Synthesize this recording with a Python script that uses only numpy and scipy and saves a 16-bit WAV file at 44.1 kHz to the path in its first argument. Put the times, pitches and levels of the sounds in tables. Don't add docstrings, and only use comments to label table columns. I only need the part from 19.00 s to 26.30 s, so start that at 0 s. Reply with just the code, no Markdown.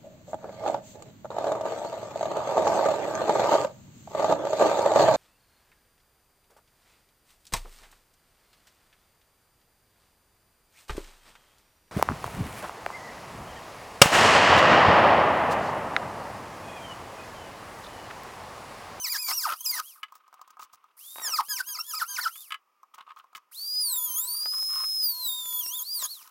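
import sys
import numpy as np
from scipy import signal
from scipy.fft import rfft, irfft, next_fast_len
from scipy.io import wavfile
from scipy.ndimage import uniform_filter1d, minimum_filter1d, map_coordinates

SR = 44100
rng = np.random.default_rng(int(sys.argv[2]) if len(sys.argv) > 2 else 0)


def wav_out(sig):
    wavfile.write(sys.argv[1], SR, np.round(np.clip(np.atleast_2d(sig).T, -1, 1) * 32767).astype(np.int16))


N = 321930
TOP_HZ = 15900


def amp(db):
    return 10 ** (np.asarray(db) / 20)


def along(points, hz):
    f, v = np.transpose(points)
    return np.interp(np.log(hz + 1), np.log(f), v)


def clock(count):
    return np.arange(count) / SR


def wobble(rate):
    return map_coordinates(rng.standard_normal(int(N * rate / SR) + 4), [clock(N) * rate])


def filtered(x, response):
    size = next_fast_len(N + SR // 2)
    return irfft(rfft(x, size) * response(np.fft.rfftfreq(size, 1 / SR)), size)[:N]


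def noise(spectrum, rough_db=0, grain_rate=500):
    grains = rng.standard_normal(N) * amp(rough_db * wobble(grain_rate))
    x = filtered(grains, lambda hz: amp(along(spectrum, hz)))
    return x / np.sqrt(np.mean(x ** 2) + 1e-20)


def impulse(spectrum, size=1024):
    cepstrum = irfft(np.log(amp(along(spectrum, np.fft.rfftfreq(size, 1 / SR)))))
    pulse = irfft(np.exp(rfft(2 * cepstrum[:size // 2], size)))
    return pulse / np.abs(pulse).max()


def spans(rows, edge):
    t = clock(N)
    return sum(amp(db) * np.sin(np.pi / 2 * np.clip(np.minimum(t - start, end - t) / edge, 0, 1))
               for start, end, db in rows)


def add(track, s, sound):
    part = track[round(s * SR):][:len(sound)]
    part += sound[:len(part)]


def ring(modes, damping):
    t = clock(SR // 4)
    x = np.zeros(len(t))
    for hz, db, t60 in modes:
        decay = amp(db + rng.normal(0, 1) - 60 * damping * t / t60)
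        x += decay * np.sin(2 * np.pi * (hz * t + rng.random()))
    x *= 1 - np.exp(-t / .0023)
    return x / np.abs(x).max()


def burst(t60):
    t = clock(SR // 4)
    return rng.standard_normal(len(t)) * amp(-60 * t / t60)


# frequency in Hz, relative level in dB.
ROOM_TONE_SPECTRUM = [(25, -40.5), (120, -32.5), (400, -16), (700, -15.5), (900, -10), (1220, 0),
                      (1500, -18), (2400, -15.5), (4000, -28), (5100, -23.5), (8000, -30.5), (16000, -27.5)]


def room_tone():
    return amp(-72) * noise(ROOM_TONE_SPECTRUM)


# frequency in Hz, t60 in seconds.
ROOM_DECAY = [(200, 0.074), (800, 0.095), (1200, 0.088), (2000, 0.07), (5000, 0.11), (15000, 0.01)]


def room_echo(x):
    hz, t, white = signal.stft(rng.standard_normal(SR // 2), SR, nperseg=256)
    colour_db = along([(200, -9), (1200, 7.5), (2500, -.5), (15000, -9)], hz)[:, None]
    decay_db = 60 * t / along(ROOM_DECAY, hz)[:, None]
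    tail = signal.istft(white * amp(colour_db - decay_db), SR, nperseg=256)[1]
    return signal.fftconvolve(np.pad(x, (130, 0)), tail / np.linalg.norm(tail))[:N]


# start and end in seconds, slide and scratch levels in dB.
RUBS = [(0.955, 1.01, -63, -70), (1.138, 1.193, -76.5, -58.5), (1.261, 1.273, -68.5, -84.5),
        (1.483, 1.522, -82, -72), (1.589, 1.662, -52, -47), (1.727, 1.761, -74.5, -44.5),
        (3.936, 3.964, -53.5, -42.5), (3.974, 4.03, -50, -82.5), (4.065, 4.129, -53, -99),
        (4.164, 4.209, -51.5, -54.5), (4.347, 4.385, -56.5, -41.5), (5.522, 5.601, -49, -63.5),
        (5.69, 5.847, -45.5, -58), (7.162, 7.309, -60, -56)]
# frequency in Hz, relative level in dB.
RUB_SPECTRUM = [(60, -51), (300, -24), (700, -21), (1150, 9), (1700, -12), (3000, -9.5), (6000, -30.5),
                (16000, -39.5)]
SCRATCH_SPECTRUM = [(500, -14.5), (3000, -9), (6000, -2), (10000, -10), (14000, -9.5), (16000, 1)]


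def rubbing():
    rubs = np.array(RUBS)
    slide = spans(rubs[:, :3], edge=.0037) * noise(RUB_SPECTRUM, rough_db=6.5, grain_rate=250)
    scratch = spans(rubs[:, [0, 1, 3]], edge=.031) * noise(SCRATCH_SPECTRUM, rough_db=5, grain_rate=350)
    turning = spans([(1, 1.93, -66), (3.96, 4.46, -72)], edge=.017)
    creak = turning * noise(RUB_SPECTRUM, rough_db=5, grain_rate=90)
    return slide + scratch + creak


# start in seconds, level in dB.
CLACKS = [(1.031, -27), (1.037, -42.5), (1.083, -55.5), (3.356, -42.5), (3.506, -32), (3.521, -24.5),
          (3.543, -29.5), (4.35, -30.5)]
# frequency in Hz, relative level in dB, t60 in seconds before damping.
PANEL_MODES = [(882, -17.5, 0.06), (1112, -2, 0.08), (1289, 8.5, 0.034), (1668, 2.5, 0.04),
               (1840, -34, 0.01), (2038, -6, 0.08), (2215, 1.5, 0.048), (2420, 23, 0.0054),
               (2960, -16, 0.0057), (3310, -2, 0.0073), (2980, 7.5, 0.042), (4780, -0.5, 0.022)]
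# frequency in Hz, relative level in dB.
CRACK_SPECTRUM = [(200, -35.5), (700, -11.5), (1200, -9), (2400, 7.5), (3400, 5.5), (4800, -10),
                  (8000, -10.5), (16000, -17.5)]


def clacks():
    body, cracks = np.zeros((2, N))
    for s, db in CLACKS:
        add(body, s, amp(db + 2) * ring(PANEL_MODES, damping=1.25))
        add(cracks, s, amp(db - 4.5) * burst(t60=.041))
    return body + signal.fftconvolve(cracks, impulse(CRACK_SPECTRUM))[:N] / 4


# start in seconds, level in dB, offset of the nail's tick in dB.
TAPS = [(1.122, -38.5, -7.5), (1.154, -43, 1), (1.279, -46.5, -7), (1.328, -41.5, -11.5), (1.341, -41, -3),
        (1.393, -45.5, -18), (1.414, -37, -3), (1.477, -45.5, -0.5), (1.505, -51, 7.5), (1.569, -41, -15),
        (1.594, -36, -9), (1.735, -43, -7), (1.841, -47, -10.5), (3.831, -40.5, -12.5), (3.981, -38, -9.5),
        (4.077, -39, -37), (4.162, -42.5, -11.5), (4.186, -47, -11), (4.242, -46.5, -13), (4.33, -49, -6)]
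# frequency in Hz, relative level in dB, undamped t60 in seconds.
HOLLOW_MODES = [(775, -19.5, 0.11), (1054, 10.5, 0.018), (1108, -1, 0.04), (1234, 5, 0.027),
                (1390, -32.5, 0.045), (1612, -26.5, 0.16), (2270, -17.5, 0.026)]


def taps():
    body, nails = np.zeros((2, N))
    for s, db, tick_db in TAPS:
        add(body, s, amp(db) * ring(HOLLOW_MODES, damping=1.87))
        add(nails, s, amp(db + tick_db - 5) * burst(t60=.028))
    return body + signal.fftconvolve(nails, impulse(SCRATCH_SPECTRUM))[:N]


# time in seconds, level in dB.
RATTLE_SWELL = [(2.158, -36), (2.195, -30.5), (2.27, -29), (2.36, -40)]


def rattle(per_second=135, scatter_db=4):
    s, db = np.transpose(RATTLE_SWELL)
    times = np.arange(s[0], s[-1], 1 / per_second)
    slip, scatter = rng.standard_normal((len(times), 2)).T
    return list(zip(times + .5 * slip / per_second, np.interp(times, s, db) + scatter_db * scatter))


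# start in seconds, level in dB.
BUMPS = [(5.434, -35.5), (5.458, -22), (5.626, -32), (5.837, -28), (7.025, -27)]
# frequency in Hz, relative level in dB.
THUD_SPECTRUM = [(40, -16), (250, -11), (900, 2.5), (1500, -1.5), (2800, -8.5), (5000, -20), (16000, -59)]


def bumps():
    track = np.zeros(N)
    for s, db in BUMPS + rattle():
        add(track, s, amp(db - 2.5) * impulse(THUD_SPECTRUM))
        add(track, s, amp(db - 14) * ring(HOLLOW_MODES, damping=2.3))
    return track


def panel_knocks():
    low_cut = signal.butter(2, 230, "highpass", fs=SR, output="sos")
    return signal.sosfilt(low_cut, clacks() + taps() + bumps())


# start in seconds, level in dB.
TICKS = [(0.716, -23), (2.486, -28.5), (2.69, -26), (4.756, -32), (4.96, -24), (5.188, -25), (5.256, -32.5),
         (5.529, -36), (5.686, -36), (5.755, -24.5), (5.889, -31.5), (6.027, -29.5), (6.095, -26.5),
         (6.39, -31.5), (6.457, -24), (6.527, -25.5), (6.594, -28.5), (6.664, -21.5), (6.754, -30)]


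def ticks():
    track = np.zeros(N)
    for s, db in TICKS:
        add(track, s, amp(db) * impulse([(30, 1.5), (1000, 3.5), (5000, 4), (16000, -5)]))
    return track


def push(start, end, lateness):
    progress = np.clip((clock(N) - start) / (end - start), 0, 1)
    return np.sin(np.pi / 2 * progress ** max(lateness, .1)) ** 2


def spin_up(s, from_hz, free_hz, lag_s=.061):
    remaining = np.exp(-np.maximum(clock(N) - s, 0) / lag_s)
    return np.sqrt(free_hz ** 2 + (from_hz ** 2 - free_hz ** 2) * remaining)


# switch-on and switch-off in seconds, free-running whine in Hz.
RUNS = [(-.06, .883, 3902), (1.966, 3.415, 3879), (4.512, 7.119, 5191)]
# time in seconds, whine in Hz.
PASS_PITCH = [
    [(4.6, 4488), (4.626, 4617), (4.672, 4818), (4.752, 4997), (4.81, 5030), (4.87, 4588), (4.934, 3903),
     (4.978, 3635), (5.0, 3410), (5.042, 3498), (5.1, 3163), (5.15, 3105), (5.272, 4118), (5.284, 4457),
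     (5.318, 4640), (5.438, 4898), (5.484, 5048), (5.56, 5158)],
    [(5.98, 5180), (6.03, 5074), (6.1, 4670), (6.142, 4347), (6.202, 4265), (6.262, 3965), (6.294, 3758),
     (6.312, 3695), (6.366, 3753), (6.456, 3530), (6.528, 3469), (6.6, 3441), (6.636, 2906), (6.666, 2690),
     (6.7, 2883), (6.738, 3390), (6.768, 3766), (6.8, 3267), (6.808, 3250), (6.82, 3360)],
]
# start and let-go in seconds, lowest whine in Hz,
# lateness of the push (1 is even), release in seconds, levels in dB of fundamental, overtones, rasp,
# hiss and chatter, snagging from 0 to 1, tilt of the upper overtones in dB per octave.
BITES = [(-.03, 0.043, 3009, 0.89, .01, -42, -31.5, -48, -42.5, -50, 0, -12.5),
         (0.036, .084, 1929, 0.56, 0.012, -34.5, -27, -44, -43.5, -65, 0.9, -7),
         (0.075, .167, 1616, 1.14, .012, -33.5, -31.5, -36.5, -54, -62, .2, 3.5),
         (.17, 0.266, 2344, 0.51, 0.0091, -39, -36, -52.5, -46.5, -70, 0.38, 3.5),
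         (.258, .312, 2069, 0.68, 0.038, -35.5, -32, -30.5, -43, -53, 0.76, 2),
         (.302, 0.507, 714.8, 1.16, 0.0039, -40.5, -29, -44, -39.5, -49.5, 0.4, 0.5),
         (0.453, 0.532, 561, 0.63, 0.0072, -49, -29, -38.5, -43, -67.5, 1, -7.5),
         (0.606, .612, 3055, .6, 0.0083, -44, -37, -57, -49.5, -67, 0.041, 3.5),
         (.642, 0.669, 2550, 0.95, .01, -39.5, -28, -40, -44.5, -64.5, 0.24, -7),
         (.66, 0.719, 2392, 0.4, 0.0064, -48.5, -33.5, -47, -41, -66, 0.47, 3.5),
         (0.709, 0.782, 1891, 0.41, .01, -40.5, -34, -41, -47, -64, .6, 2),
         (0.773, .802, 1071, 0.95, 0.0025, -52.5, -42.5, -40, -35.5, -67, 1, 4.5),
         (2.21, 2.345, 2684, 1.0, 0.012, -36, -30, -47, -47, -33.5, .1, -8),
         (2.32, 2.411, 788, 1.2, 0.0019, -37.5, -30, -39.5, -44, -59, .1, 0),
         (2.482, 2.545, 3150, 1.07, 0.01, -37, -32.5, -42.5, -42.5, -34.5, 0, 0),
         (2.543, 2.613, 1497, 0.85, 0.0031, -34.5, -34.5, -41.5, -42, -70, 0.049, 1),
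         (2.66, 2.728, 3200, 0.85, 0.024, -43, -37.5, -58, -49, -49, 0, 4),
         (2.726, 2.778, 2107, 0.75, .01, -45.5, -39, -49.5, -60.5, -44, 0.72, -5.5),
         (2.786, 2.815, 2730, 0.56, 0.0029, -38.5, -35, -49, -48.5, -32, 0.85, -8),
         (2.855, 2.954, 2420, 1.7, .012, -39, -35.5, -41.5, -43, -43.5, 0.7, -1.5),
         (2.939, 3.029, 1364, 1.2, 0.01, -38.5, -33, -43, -41, -37, 0.9, -4.5),
         (3.075, 3.155, 3103, 0.69, 0.00723, -40.5, -33.5, -41.5, -59, -41.5, 0.38, -6),
         (3.151, 3.193, 1446, 0.79, 0.018, -32.5, -31.5, -40.5, -38, -52.5, 0.59, -11.5),
         (3.21, 3.276, 1380, 0.51, 0.007, -38, -28.5, -44, -48, -45, 1, -7.5),
         (6.915, 7.061, 3280, 1.19, 0.0059, -34, -32.5, -34.5, -50, -53.5, .75, -3.5)]
COAST_HZ_PER_S, SLOWEST_HZ = 25000, 302.2


def motor_pitch():
    t, pitch = clock(N), np.zeros(N)
    for on, off, free_hz in RUNS:
        run = spin_up(on, 0, free_hz)
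        for s, hz in map(np.transpose, PASS_PITCH):
            if on < s[0] < off:
                dragged = np.where(t < s[-1], np.interp(t, s, hz), spin_up(s[-1], hz[-1], free_hz))
                run = np.where(t < s[0], run, dragged)
        for start, end, lowest_hz, lateness, *_ in BITES:
            if on < end < off:
                run += push(start, end, lateness) * (spin_up(end, lowest_hz, free_hz) - run)
        pitch = np.where(t > on, run - COAST_HZ_PER_S * np.maximum(t - off, 0), pitch)
    return np.maximum(pitch, SLOWEST_HZ)


# level in dB at the reference pitch, rise in dB per octave of speed.
FREE_LEVELS = [(-43, 20), (-48.5, 24.5), (-48.5, 14), (-45.5, 7)]


def free_running(pitch, reference_hz=4000):
    turning = np.clip(pitch / SLOWEST_HZ - 1, 0, 1)
    octaves = np.log2(pitch / reference_hz)
    fundamental, overtones, grind, air = [turning * amp(db + rise * octaves) for db, rise in FREE_LEVELS]
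    coasting = spans([(off, off + .3, 0) for _, off, _ in RUNS], edge=.06)
    return fundamental, overtones, grind, air * amp(-3 * coasting)


# time in seconds, levels in dB of
# fundamental and overtones, tilt of the upper overtones in dB per octave.
PASS_SONG = [
    [(4.76, -34, -88, -1), (4.81, -36.5, -24.5, -24.5), (4.93, -31.5, -21.5, -3.5), (5.0, -37, -34, 6.5),
     (5.13, -43, -36, 7), (5.19, -43, -27.5, 2), (5.42, -44, -31, -10.5), (5.47, -60, -74, -3)],
    [(6.0, -32, -61, 2), (6.04, -34.5, -28, 14.5), (6.19, -39, -46, 11), (6.255, -26, -30, 9.5),
     (6.38, -27, -39, 1), (6.45, -34, -36, -0.5), (6.6, -29.5, -38, 11.5), (6.665, -49.5, -36.5, 0),
     (6.75, -29.5, -37.5, 5.5), (6.82, -44, -38, 7.5)],
]
# start and end in seconds, depth in dB.
PASS_SNAGS = [(5.3, 5.45, -5), (6.76, 6.84, -4)]
GRIP_PRESSURE, FULL_SAG = .075, .15


def disc_contact(pitch):
    t = clock(N)
    fundamental, overtones, grind, air = free_running(pitch)
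    chatter, snag, load, tilt_db = np.zeros((4, N))
    song = amp(9.5 * np.log2(pitch / 3020))
    for start, end, _, lateness, release, *voice in BITES:
        tone_db, over_db, grind_db, hiss_db, chatter_db, snagging, bite_tilt_db = voice
        pressure = push(start, end, lateness)
        held = np.exp(-np.clip((t - end) / release, 0, 20))
        grip = held * pressure / (pressure + GRIP_PRESSURE)
        rasp = held * pressure ** 1.1
        fundamental = np.hypot(fundamental, amp(tone_db) * held * np.sqrt(pressure))
        overtones = np.hypot(overtones, amp(over_db) * grip * song)
        grind = np.hypot(grind, amp(grind_db) * rasp)
        air = np.hypot(air, amp(hiss_db) * rasp)
        chatter += amp(chatter_db) * held * np.sqrt(pressure)
        snag = np.maximum(snag, snagging * rasp)
        load = np.maximum(load, grip)
        tilt_db += grip * (bite_tilt_db - tilt_db)
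    sag = np.clip((1 - pitch / RUNS[-1][2]) / FULL_SAG, 0, 1)
    for s, tone_db, over_db, pass_tilt_db in map(np.transpose, PASS_SONG):
        contact = spans([(s[0] - .01, s[-1] + .02, 0)], edge=.02)
        fundamental = np.hypot(fundamental, contact * amp(np.interp(t, s, tone_db)))
        overtones = np.hypot(overtones, contact * amp(np.interp(t, s, over_db)))
        grind = np.hypot(grind, amp(-47.5) * contact * sag)
        load = np.maximum(load, contact * sag)
        tilt_db += contact * (np.interp(t, s, pass_tilt_db) - tilt_db)
    snag += spans(PASS_SNAGS, edge=.048)
    return fundamental, overtones, grind, air, chatter, snag, load, tilt_db


# frequency in Hz, relative level in dB.
AIR_SPECTRUM = [(1500, -39.5), (5000, -29.5), (9000, -3), (11700, 1), (14500, -2.5), (16000, -9.5)]


def cooling_air(air):
    return air * noise(AIR_SPECTRUM, rough_db=2.5, grain_rate=360)


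# frequency in Hz, relative level in dB.
GRIND_SPECTRUM = [(30, -24), (200, -23), (600, -16.5), (1200, -5.5), (2000, -14.5), (3200, -6), (4800, 5),
                  (6500, 3.5), (9000, -8.5), (16000, 0.5)]
PULSES_PER_TURN = 7


def grinding(pitch, grind, snag):
    shake = np.clip(1 - pitch / 2600, 0, 1) + .17 * snag
    shaft = 2 * np.pi * np.cumsum(pitch / PULSES_PER_TURN) / SR
    throb = 1 + np.clip(1.6 - pitch / 3200, 0, 1) * np.sin(shaft)
    chips = amp(np.clip(7 - pitch / 650, 0, 4) * wobble(170))
    rasp = amp(-4.5) * chips * noise(GRIND_SPECTRUM, rough_db=2.5, grain_rate=630)
    judder = amp(4) * shake * noise(RUB_SPECTRUM, rough_db=4, grain_rate=300)
    return grind * throb * (rasp + judder)


def controller_buzz(whine_phase, fundamental, load, strain, buzz_hz=999.5):
    phase = 2 * np.pi * buzz_hz * clock(N)
    sideband = amp(-23.5) * fundamental * np.sin(whine_phase + phase)
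    waver = amp(2.2 * wobble(25) + 3 * strain * wobble(70))
    effort = load * np.minimum(strain / FULL_SAG, 1)
    return sideband + np.sqrt(2) * amp(-54) * effort * waver * np.sin(phase)


# frequency in Hz, gain in dB.
RADIATION = [(500.0, -26), (800.0, -1), (1250.0, 14.5), (1650.0, -9), (2200.0, -15), (3000.0, -16),
             (3900.0, -14), (5000.0, -0.5), (6000.0, -9), (8500.0, -15.5), (10500.0, -12), (12000.0, -15.5),
             (14000.0, -7), (16000.0, -15.5)]
# whine in Hz, gain of the chatter in dB.
CHATTER_RESPONSE = [(2300, -39.5), (2620, -9), (2900, -33.5), (3280, 6.5), (3700, 7), (4080, 14),
                    (4350, -20.5)]


def whine(pitch, fundamental, overtones, grind, chatter, snag, load, tilt_db):
    strain = np.clip(1 - pitch / 5200, 0, 1)
    jitter = (.0004 + .005 * strain) * wobble(140) + .009 * strain ** 2 * wobble(900)
    jitter += .022 * snag * wobble(330)
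    phase = 2 * np.pi * np.cumsum(pitch * (1 + jitter)) / SR
    flutter_db = .7 + 4 * np.minimum(strain, .5) + 3 * snag

    def partial(multiple):
        hz = multiple * pitch
        db = along(RADIATION, hz) + tilt_db * np.log2(np.clip(multiple / 2, 1, 2))
        db += flutter_db * wobble(130)
        return np.sqrt(2) * amp(db) * np.sin(multiple * phase) * (hz < TOP_HZ)

    def shaft_orders(*orders):
        return sum(partial(order / PULSES_PER_TURN) for order in orders)

    tone = amp(7) * fundamental * partial(.99)
    tone += amp(5) * overtones * sum(partial(k) for k in range(2, 13))
    uneven = load * overtones
    tone += amp(-14) * uneven * shaft_orders(16, 18, 19, 23, 26, 30, 33)
    tone += amp(-39.5) * uneven * partial(3 / 8)
    stall = np.clip(1.3 - pitch / 2500, 0, 1)
    tone += amp(-2) * stall * grind * shaft_orders(16, 18, 23, 25, 30, 32, 38)
    tone += chatter * amp(along(CHATTER_RESPONSE, pitch)) * sum(partial(k + .5) for k in range(6))
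    return tone + controller_buzz(phase, fundamental, load, strain)


def rotary_tool():
    pitch = motor_pitch()
    fundamental, overtones, grind, air, chatter, snag, load, tilt_db = disc_contact(pitch)
    tone = whine(pitch, fundamental, overtones, grind, chatter, snag, load, tilt_db)
    return tone + grinding(pitch, grind, snag) + cooling_air(air)


def scene():
    near = rotary_tool() + panel_knocks() + rubbing()
    mono = near + amp(-16) * room_echo(near) + ticks() + room_tone()
    return np.array([mono, mono])


def record(dry, ceiling=.19):
    needed = np.minimum(1, ceiling / (np.abs(dry).max(axis=0) + 1e-9))
    gain = uniform_filter1d(minimum_filter1d(needed, size=300), size=300)
    return np.array([filtered(x * gain, lambda hz: hz < TOP_HZ) for x in dry])


dry = scene()
out = record(dry)
wav_out(out)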